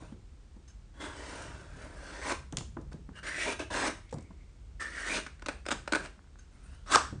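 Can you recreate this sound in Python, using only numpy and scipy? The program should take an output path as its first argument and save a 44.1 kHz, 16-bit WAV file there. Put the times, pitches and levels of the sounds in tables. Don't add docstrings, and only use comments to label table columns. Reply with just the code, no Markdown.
import sys
import numpy as np
from scipy import signal
from scipy.fft import rfft, irfft, next_fast_len
from scipy.io import wavfile
from scipy.ndimage import uniform_filter1d, map_coordinates

SR = 44100
rng = np.random.default_rng(int(sys.argv[2]) if len(sys.argv) > 2 else 0)


def unload_audio(sound):
    columns = np.transpose(np.atleast_2d(sound))
    steps = np.round(np.clip(columns, -1, 1) * 32767)
    wavfile.write(sys.argv[1], SR, steps.astype(np.int16))


def level_to_linear(level):
    exponent = np.asarray(level, float) / 20
    return 10 ** exponent


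N = 317501

# (frequency [Hz], width [Hz], level [dB])
BLADE_MODES = [(1550, 75, 4.5), (2990, 39, -0.5), (3866, 28, -4), (4726, 40, -1), (5320, 47, -0.5),
               (6170, 480, -8.5), (6850, 51, -18), (9300, 260, -2.5)]
# (frequency [Hz], t60 [s])
SHOP_T60 = [(150, 0.42), (600, 0.28), (2000, 0.35), (9000, 0.34)]


def unit(x):
    return x / np.sqrt(np.mean(np.abs(x) ** 2) + 1e-20)


def along(points, hz):
    f, v = np.transpose(points)
    return np.interp(np.log(hz + 1), np.log(f + 1), v)


def filtered(x, response):
    m = next_fast_len(N + SR // 2)
    return irfft(rfft(x, m) * response(np.fft.rfftfreq(m, 1 / SR)), m)[:N]


def peak(f, hz, width_hz):
    return 1j * f * width_hz / (hz * hz - f * f + 1j * f * width_hz)


def body(modes):
    return lambda f: sum((-1) ** k * level_to_linear(db) * peak(f, c, w) for k, (c, w, db) in enumerate(modes))


def wobble(rate):
    knots = rng.standard_normal(int(N * rate / SR) + 4)
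    return map_coordinates(knots, [np.arange(N) * rate / SR])


def impulses(times, levels_db):
    return np.bincount([round(s * SR) for s in times], level_to_linear(levels_db), N)


def bursts(rows, rise):
    out, t = np.zeros(N + SR), np.arange(SR // 20) / SR
    for s, db, length in rows:
        out[round(s * SR):][:len(t)] += level_to_linear(db) * (1 - np.exp(-t / rise)) * np.exp(-(t / length) ** 2)
    return out[:N]


def swells(rows):
    t = np.arange(N) / SR
    return sum(level_to_linear(db) * np.exp(-((t - s) / half) ** 2) for s, db, half in rows)


def fibres(rough_db, rate, streak_db=3):
    z = signal.stft(rng.standard_normal(N), nperseg=1024)[2]
    field = uniform_filter1d(rng.standard_normal(z.shape), size=3, axis=0)
    field = uniform_filter1d(field, size=14, axis=1)
    x = signal.istft(z * level_to_linear(streak_db * unit(field)), nperseg=1024)[1][:N]
    return unit(level_to_linear(rough_db * wobble(rate)) * x)


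def hiss(rough_db, rate):
    # (frequency [Hz], level [dB per Hz])
    edge_colour = [(300, -22.5), (1200, 8.5), (2500, 6.5), (4000, 6), (5200, 3.5), (7000, 0.5), (9100, 1),
                   (10400, -13)]
    return unit(filtered(fibres(rough_db, rate), lambda f: level_to_linear(along(edge_colour, f))))


def singing(hz, width_hz):
    f, when, z = signal.stft(fibres(2, 300, streak_db=2.5), SR, nperseg=512)
    centre, width = (np.interp(when * SR, np.arange(N), c) for c in (hz, width_hz))
    gain = np.abs(peak(f[:, None], centre, width)) ** 2
    gain = gain / np.sqrt(np.mean(gain ** 2, axis=0))
    return unit(signal.istft(z * gain, SR, nperseg=512)[1][:N])


def knife_moves():
    # (time [s], push [dB], song [Hz])
    bite = [(0.94, -76, 1480), (0.995, -67.5, 1590), (1.002, -55, 1550), (1.014, -51, 1550),
            (1.054, -50, 1540), (1.12, -59, 1510), (1.138, -54.5, 1530)]
    # (time [s], push [dB], song [Hz])
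    first = [(1.138, -58, 1490), (1.3, -52.5, 1550), (1.427, -53.5, 1500), (1.689, -67, 1440),
             (1.831, -59, 1550), (1.927, -64.5, 1500), (2.103, -54.5, 1520), (2.213, -54, 1640)]
    # (time [s], push [dB], song [Hz])
    first_out = [(2.214, -51.5, 1650), (2.28, -44.5, 1550), (2.309, -38, 1420), (2.322, -41, 1340),
                 (2.332, -50.5, 1400), (2.36, -53, 1430)]
    # (time [s], push [dB], song [Hz])
    probe = [(3.13, -92, 1710), (3.162, -57.5, 1680), (3.197, -61, 1510), (3.213, -90.5, 1620)]
    # (time [s], push [dB], song [Hz])
    second = [(3.227, -71, 1710), (3.231, -51.5, 1680), (3.25, -52, 1700), (3.273, -44.5, 1770),
              (3.3, -49.5, 1800), (3.335, -51, 1900), (3.39, -46, 2050), (3.425, -40.5, 2050),
              (3.46, -42, 1900)]
    # (time [s], push [dB], song [Hz])
    slack = [(3.459, -41, 1770), (3.501, -43, 1670), (3.531, -45, 1430), (3.57, -76, 1480)]
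    # (time [s], push [dB], song [Hz])
    nudge = [(3.59, -56.5, 1550), (3.596, -44, 1470), (3.619, -49.5, 1500), (3.642, -58, 1600)]
    # (time [s], push [dB], song [Hz])
    second_out = [(3.702, -61, 1730), (3.705, -49.5, 1700), (3.748, -41.5, 1600), (3.804, -39.5, 1580),
                  (3.84, -40, 1800), (3.866, -39, 1850), (3.883, -39, 1650), (3.89, -50, 1640),
                  (3.915, -49.5, 1610)]
    # (time [s], push [dB], song [Hz])
    third = [(4.797, -59, 1830), (4.807, -45.5, 1800), (4.822, -45.5, 1760), (4.832, -50.5, 1800),
             (4.905, -58.5, 1850), (4.95, -53, 1870), (4.99, -48.5, 1880), (5.04, -49.5, 1850),
             (5.091, -41.5, 1900)]
    # (time [s], push [dB], song [Hz])
    third_out = [(5.091, -44.5, 1780), (5.143, -38.5, 1550), (5.176, -38, 1490), (5.2, -47.5, 1480),
                 (5.22, -64.5, 1480)]
    # (time [s], push [dB], song [Hz])
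    last = [(6.848, -67, 1450), (6.898, -50, 1210), (6.912, -41.5, 1270), (6.923, -32.5, 1270),
            (6.934, -32.5, 1350), (6.948, -29, 1380), (6.957, -29.5, 1150), (6.962, -38, 1050)]
    # (song width [Hz], deep flap [dB], high flap [dB])
    free = [(650, 1, 0), (660, -1, -4), (800, -2.5, 3.5), (500, 1, 2), (720, -1, -5), (800, -0.5, -0.5),
            (700, -2, -4), (800, 0.5, 3.5), (400, 3.5, 0), (600, 4, 1.5), (706, 1, 6)]
    # (song [dB], flap [dB], upper song [dB], upper song at start [Hz], at end [Hz])
    hang = [(4.5, 6, 2, 3300, 3500), (1, 6, -4.5, 3100, 1900), (0.5, 4, 3.5, 2080, 2420),
            (9, -2, 10.5, 2880, 2900), (7, -1, -5, 3400, 2000), (1, 5, 5.5, 2250, 2940),
            (-1, 8.5, 7, 2250, 3440), (3.5, 5.5, -2, 2900, 2100), (5, -3.5, 6, 1330, 1460),
            (0.5, -1, 6.5, 2280, 2900), (6.5, -2, -3, 4600, 8200)]
    # (time [s], rise [s], fall [s], peak [dB], flap [dB])
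    grazes = [
        (0.0, 0.0093, 0.13, -64, 6.5),
        (2.915, 0.0028, 0.026, -62.5, 8),
        (5.968, 0.0032, 0.041, -55, 3.5),
        (6.02, 0.032, 0.023, -52, 2.5),
        (6.386, 0.0036, 0.076, -71, -20),
        (6.516, 0.22, .125, -67.5, -4),
    ]
    # (song width [Hz], deep flap [dB], high flap [dB])
    graze_free = (580, 0, 0)
    song_hz, song_db = 1420, -5
    upper_song = (-0.5, 2000, 3300)  # dB, Hz at start, Hz at end
    paths = (bite, first, first_out, probe, second, slack, nudge, second_out, third, third_out, last)
    cuts = list(zip(paths, np.hstack([free, hang])))
    for s, rise, fall, db, flap_db in grazes:
        path = [(s, db - 7.5, song_hz), (s + rise, db, song_hz), (s + rise + fall, db - 9.5, song_hz)]
        cuts.append((path, (*graze_free, song_db, flap_db, *upper_song)))
    return sorted(cuts, key=lambda cut: cut[0][0][0])


def strokes():
    # (frequency [Hz], width [Hz], level [dB])
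    flap_modes = [(235, 95, -0.5), (340, 125, 2), (597, 135, 1), (1012, 140, -1.5)]
    cuts = knife_moves()
    t = np.arange(N) / SR
    s, *push = np.concatenate([path for path, hang in cuts]).T
    edge_db, song_hz = (np.interp(t, s, c) for c in push)
    ends = np.ravel([(path[0][0], path[-1][0]) for path, hang in cuts])
    held = np.array([(*hang[:-2], hz) for path, hang in cuts for hz in hang[-2:]]).T
    free_hz, deep_db, high_db, song_db, flap_db, upper_db, upper_hz = (np.interp(t, ends, c) for c in held)

    extra_db = edge_db + 50
    song_db = song_db - 0.22 * extra_db
    flap_db = flap_db - 0.11 * extra_db
    touching = sum((t >= a) & (t < b) for a, b in ends.reshape(-1, 2)) > 0
    drive = uniform_filter1d(touching * 1., size=100) * level_to_linear(edge_db + 0.47 * wobble(40))

    width_hz = np.clip(free_hz + 10 * extra_db, 200, 1200)
    songs = level_to_linear(song_db) * singing(song_hz, width_hz)
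    songs = songs + level_to_linear(upper_db - 5.0) * singing(upper_hz, 0.56 * width_hz)

    shake = fibres(2.4, 120, streak_db=1.5)
    bands = (flap_modes[:2], flap_modes[2:-1], flap_modes[-1:])
    deep, middle, high = (filtered(shake, body(modes)) for modes in bands)
    flap = unit(level_to_linear(deep_db) * deep + middle - level_to_linear(high_db) * high)
    blade = unit(filtered(fibres(5.8, 150), body(BLADE_MODES)))
    edge = hiss(0.65, 500)
    glare = filtered(edge, lambda f: peak(f, 7700, 3300))
    edge = edge + level_to_linear(0.34 * (edge_db + 25.5)) * glare
    return drive * (edge + songs + level_to_linear(flap_db) * flap + level_to_linear(-5.0) * blade)


def jerks():
    # (time [s], peak [dB], hiss [dB], flap [dB], length [s])
    slips = [(5.2636, -25.5, -22, -5, 0.007), (5.267, -32, -14.5, -5, 0.0034),
             (5.395, -46.5, -7, -18, 0.0036), (5.421, -32.5, -14, -7, 0.0034),
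             (5.4232, -33, -17, 1, 0.0034), (5.4598, -41.5, -3, -10, 0.002),
             (5.4607, -33.5, 0.5, 7, 0.0032), (5.4646, -28, -9, 5, 0.004), (5.4845, -21, -8, 5, 0.003),
             (5.4885, -23, -13, -5, 0.008), (5.654, -36, -17, -16, 0.0076),
             (5.663, -23.5, -13, 2.5, 0.0052), (5.681, -37, -12, -6, 0.007),
             (5.6855, -21, -12.5, 0, 0.0075), (5.7062, -21, -14, -5.5, 0.0045),
             (5.7106, -23.5, -10, -8, 0.004), (5.7145, -17.5, -12, -1.5, 0.0083),
             (5.7217, -21.5, -10, -2, 0.0056), (5.727, -34, -11, 1, 0.004), (5.8583, -46, -14, -14, 0.004),
             (5.8757, -22, -18, 2, 0.0069), (5.921, -23, -11, 5.5, 0.003), (5.923, -21.5, -4, 0, 0.0048),
             (5.9334, -11, -16, -5, 0.0035), (5.9385, -27, -11, -7, 0.0027),
             (5.9485, -11.5, -18, -7.5, 0.0053), (5.955, -23.5, -5.5, 4, 0.005),
             (5.9617, -22.5, -16.5, 6, 0.0047), (6.05, -32.5, -15, 3, 0.0023), (6.056, -33, -13, -8, 0.003),
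             (6.059, -31.5, -9, -11, 0.003)]
    # (frequency [Hz], width [Hz], level [dB])
    taut_modes = [(1470, 100, 2), (2520, 400, -12), (1310, 110, -9.5)]
    # (frequency [Hz], width [Hz], level [dB])
    tugged_modes = [(229, 81, -2.5), (316, 64, 3.5), (594, 73, -1), (940, 150, -5.5)]
    s, db, hiss_db, flap_db, length = np.transpose(slips)

    def tearing(level_db):
        return bursts(zip(s, level_db, length), 0.00028)

    snaps = impulses(s + 0.00103, db + 26)
    ring = filtered(snaps + tearing(db + 2.3) * fibres(0.7, 740), body(taut_modes))
    tugs = impulses(s + 0.001, db + flap_db + 23.5)
    shaking = tearing(db + flap_db + 3.5) * rng.standard_normal(N)
    flap = filtered(tugs + shaking, body(tugged_modes))
    bright = tearing(db + hiss_db - 1.5) * hiss(1.2, 800)
    return ring + flap + bright + level_to_linear(-16) * filtered(bright, body(BLADE_MODES))


def rip():
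    # (time [s], peak [dB], ring [Hz], t60 [s])
    snap_rows = [
        (6.926, -24, 1240, 0.03),
        (6.931, -22, 1250, 0.016),
        (6.9385, -13, 1580, 0.029),
        (6.9435, -14, 1550, 0.018),
        (6.9477, -10.5, 1280, 0.025),
        (6.9484, -8.5, 1294, 0.018),
        (6.958, -1, 1150, 0.0095),
        (6.9605, -8, 590, 0.012),
    ]
    out, t = np.zeros(N + SR), np.arange(SR // 20) / SR
    for s, db, hz, t60 in snap_rows:
        decay = level_to_linear(db - 2.5 - 60 * t / t60)
        out[round(s * SR):][:len(t)] += decay * np.sin(2 * np.pi * hz * t) * (1 - np.exp(-t / 0.00043))
    return out[:N]


def creaks():
    # (time [s], peak [dB])
    tug_rows = [(2.922, -37.5), (2.926, -39), (2.933, -49), (3.091, -40), (6.18, -54), (6.192, -41.5),
                (6.243, -48), (6.274, -48), (6.357, -42.5), (6.735, -45)]
    s, db = np.transpose(tug_rows)

    def dull_end(f):
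        return (peak(f, 1600, 450) - .5 * peak(f, 800, 900)) / (1 + 1j * f / 2200) ** 2

    return filtered(impulses(s, db + 26.0), dull_end)


def thuds():
    # (time [s], peak [dB], pitch [Hz], slap [dB])
    falls = [(0.021, -41, 310, -1), (0.123, -35, 230, -13), (0.565, -41, 214, -24), (2.319, -30, 340, 7.5),
             (2.525, -36.5, 304, 2), (2.532, -31, 146, -4), (2.575, -29, 140, -5.5), (2.608, -33.5, 120, 0),
             (2.768, -33, 334, 1.5), (2.785, -36, 305, -7), (2.94, -31.5, 161, -32),
             (3.089, -36, 198, -8.5), (3.88, -31, 310, -1), (4.126, -32.5, 497, 0.5),
             (4.141, -28.5, 151, -11), (4.167, -32.5, 140, -17), (4.183, -42.5, 179, 4),
             (4.306, -38, 194, -5), (6.728, -48.5, 124, -5), (6.958, -24.5, 404, 14.5),
             (7.126, -28.5, 189, -38)]
    # (frequency [Hz], width [Hz], level [dB])
    bench_modes = [(83, 2.5, 14), (140, 74, -36), (239, 53, 6.5), (294, 138, -2), (484, 36, -6),
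                   (750, 200, -19)]
    out, settle, blows = np.zeros(N + SR), np.zeros(N + SR), np.zeros(N)
    t = np.arange(SR // 6) / SR
    for s, db, hz, slap_db in falls:
        start = round(s * SR)
        low_push = level_to_linear(db - 60 * t / 0.06) * np.sin(2 * np.pi * hz * t)
        out[start:][:len(t)] += low_push * (1 - np.exp(-t / 0.0015))
        settle[start:][:len(t)] += level_to_linear(db + 0.5 - 60 * t / 0.11) * (1 - np.exp(-t / 0.0013))
        blows[start] = level_to_linear(db + 33.5)
    slap = bursts([(s, db + slap_db + 12.0, .006) for s, db, hz, slap_db in falls], 0.0008)
    slap = slap * rng.standard_normal(N)
    s, db, hz, slap_db = np.transpose(falls)
    slap += impulses(s, db + slap_db + 3)
    rumble = filtered(settle[:N] * rng.standard_normal(N), lambda f: peak(f, 250, 520) ** 2)
    hum = filtered(blows, body(bench_modes))
    knock = out[:N] + rumble + hum + filtered(slap, lambda f: peak(f, 900, 770))
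    return filtered(knock, lambda f: (1 + 1j * f / 1500) ** -3.)


def ticks():
    # (time [s], peak [dB], centre [Hz], length [s])
    tick_rows = [(2.323, -37.5, 3000, 0.0026), (2.525, -44, 4630, 0.0025), (2.5701, -25.5, 5560, 0.00063),
                 (2.5716, -30, 3400, 0.0021), (2.575, -43, 8970, 0.0017), (2.585, -39.5, 3700, 0.0026),
                 (2.608, -47, 3000, 0.0024), (2.93, -51.5, 3000, 0.003), (3.879, -39, 4500, 0.0018),
                 (6.949, -23, 2300, 0.0027), (6.9581, -16.5, 2190, 0.0013)]
    out, t = np.zeros(N + SR), np.arange(SR // 50) / SR
    f = np.fft.rfftfreq(len(t), 1 / SR)
    for s, db, hz, length in tick_rows:
        crack = (t == 0) + .25 * rng.standard_normal(len(t)) * np.exp(-(t / length) ** 2)
        out[round(s * SR):][:len(t)] += level_to_linear(db + 19.0) * irfft(rfft(crack) * peak(f, hz, 5300), len(t))
    return out[:N]


def scuffs():
    # (time [s], peak [dB], centre [Hz], length [s])
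    rubs = [(2.813, -53, 5860, .008), (4.092, -46.5, 3000, 0.011), (4.108, -44, 2600, 0.011),
            (4.11, -49, 7540, 0.0091), (4.1252, -36.5, 6500, 0.0032), (4.128, -45.5, 9200, .005),
            (4.132, -38, 3300, .004), (4.1385, -38, 6800, 0.0064), (4.1832, -42, 4500, 0.004),
            (4.184, -48, 9000, .004), (4.2075, -46, 6800, 0.0038), (4.224, -48, 7500, 0.0056)]
    out, t = np.zeros(N + SR), np.arange(SR // 25) / SR
    f = np.fft.rfftfreq(len(t), 1 / SR)
    for s, db, hz, length in rubs:
        rub = rng.standard_normal(len(t)) * (1 - np.exp(-t / 0.00035)) * np.exp(-(t / length) ** 2)
        thin = irfft(rfft(rub) * peak(f, hz, 1.2 * hz) ** 2, len(t))
        out[round(s * SR):][:len(t)] += level_to_linear(db - 5.5) * thin
    return out[:N]


def pings():
    # (time [s], peak [dB], length [s])
    touches = [
        (0.674, -54, 0.035),
        (6.384, -53, 0.018),
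    ]
    brush = bursts([(s + 0.0027, db + 5.5, length) for s, db, length in touches], 0.00091)
    brush = brush * rng.standard_normal(N)

    def steel(f):
        return body(BLADE_MODES)(f) * (f < 7500) + 2.5 * peak(f, 6380, 130)

    return filtered(brush, steel) + level_to_linear(-13) * brush


def rustle():
    # (time [s], level [dB], half length [s])
    shifts = [
        (6.547, -75, .05),
        (6.653, -64, 0.04),
        (6.716, -67, 0.023),
    ]
    level = swells([(s, db, half / 2) for s, db, half in shifts]) * level_to_linear(3 * wobble(200))
    return level * unit(filtered(rng.standard_normal(N), lambda f: peak(f, 9500, 2500) ** 2))


def tone(shape, lo_hz, hi_hz):
    def colour(f):
        return level_to_linear(along(shape, f)) * (f > lo_hz) * (f <= hi_hz)

    return unit(filtered(rng.standard_normal(N), colour))


def air():
    # (frequency [Hz], level [dB per Hz])
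    deep_colour = [(22, -20), (31, -14), (40, 2), (59, 0), (75, -1), (102, -19)]
    # (frequency [Hz], level [dB per Hz])
    upper_colour = [(102, -3.5), (113, -32), (135, -9.5), (161, -22.5), (178, -16), (230, -27)]
    # (frequency [Hz], level [dB per Hz])
    air_colour = [(140, -40.5), (230, -4.5), (659, -17.5), (1390, -20.5), (1830, -23), (8060, -28.5),
                  (10400, -33), (13500, -82)]
    # (time [s], level [dB])
    hum_curve = [(0.0, -53), (0.5, -52), (1.12, -49.5), (1.3, -51), (2.11, -48.5), (2.67, -48), (3.51, -51),
                 (3.85, -50), (5.0, -51), (5.29, -52), (5.85, -50.5), (6.38, -53), (7.1, -47), (7.2, -56)]
    # (time [s], level [dB], half length [s])
    sways = [
        (0.0, -54.5, 0.37),
        (1.62, -54.5, 0.44),
        (2.7, -53, 0.37),
        (3.5, -57.5, 0.93),
        (5.85, -58, 0.78),
        (7.17, -43, 0.08),
    ]
    # (time [s], level [dB], rise [s], hold [s], level at end of hold [dB], fade [dB per s])
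    far_whistle = (4.03, -71, .08, .4, -74, 70)
    t = np.arange(N) / SR
    strength = level_to_linear(np.interp(t, *np.transpose(hum_curve)))
    upper = np.maximum(strength * level_to_linear(-11), swells(sways))
    hum = strength * tone(deep_colour, 0, 89) + upper * tone(upper_colour, 100, 230)
    s, db, rise, hold, end_db, fade_db = far_whistle
    times = [s - rise, s, s + hold, s + hold + 1]
    level_db = np.interp(t, times, [db - 10, db, end_db, end_db - fade_db], -120, -120)
    thin = unit(filtered(rng.standard_normal(N), lambda f: peak(f, 2160, 400) ** 2))
    whistle = level_to_linear(level_db + 3.4 * wobble(30)) * thin
    return hum + level_to_linear(-66.5) * tone(air_colour, 160, 11000) + whistle


def walls(x):
    hz, t, z = signal.stft(rng.standard_normal(SR * 3 // 5), SR, nperseg=256)
    tail = signal.istft(z * level_to_linear(-60 * t / along(SHOP_T60, hz)[:, None]), SR, nperseg=256)[1]
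    return signal.fftconvolve(np.pad(x, (300, 0)), tail / np.linalg.norm(tail))[:N]


def shop(x):
    hz, t, z = signal.stft(np.pad(x, (350, 0))[:N], SR, nperseg=512, noverlap=384)
    keep = level_to_linear(-120 * (t[1] - t[0]) / along(SHOP_T60, hz))
    power = uniform_filter1d(np.abs(z) ** 2, size=4, axis=0)
    linger = np.array([signal.lfilter([1 - k], [1, -k], p) for k, p in zip(keep, power)])
    fresh = unit(signal.stft(rng.standard_normal(N), SR, nperseg=512, noverlap=384)[2])
    return signal.istft(np.sqrt(np.abs(linger)) * fresh, SR, nperseg=512, noverlap=384)[1][:N]


def scene():
    cut = level_to_linear(-0.5) * strokes()
    hits = jerks() + creaks() + rip() + thuds() + ticks() + scuffs() + pings() + rustle()
    return (cut + hits + level_to_linear(-7.0) * walls(cut) + level_to_linear(-8.5) * shop(hits) + air())[None]


def low_pass(x):
    return signal.sosfilt(signal.butter(12, 10610, fs=SR, output="sos"), x)


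def record(dry):
    x = filtered(dry[0], lambda f: 1 / (1 + (f / 9700) ** 24) * (f < 10350))
    mix = x + level_to_linear(-100) * rng.standard_normal(N)
    return low_pass(mix[None])


dry = scene()
out = record(dry)
unload_audio(out)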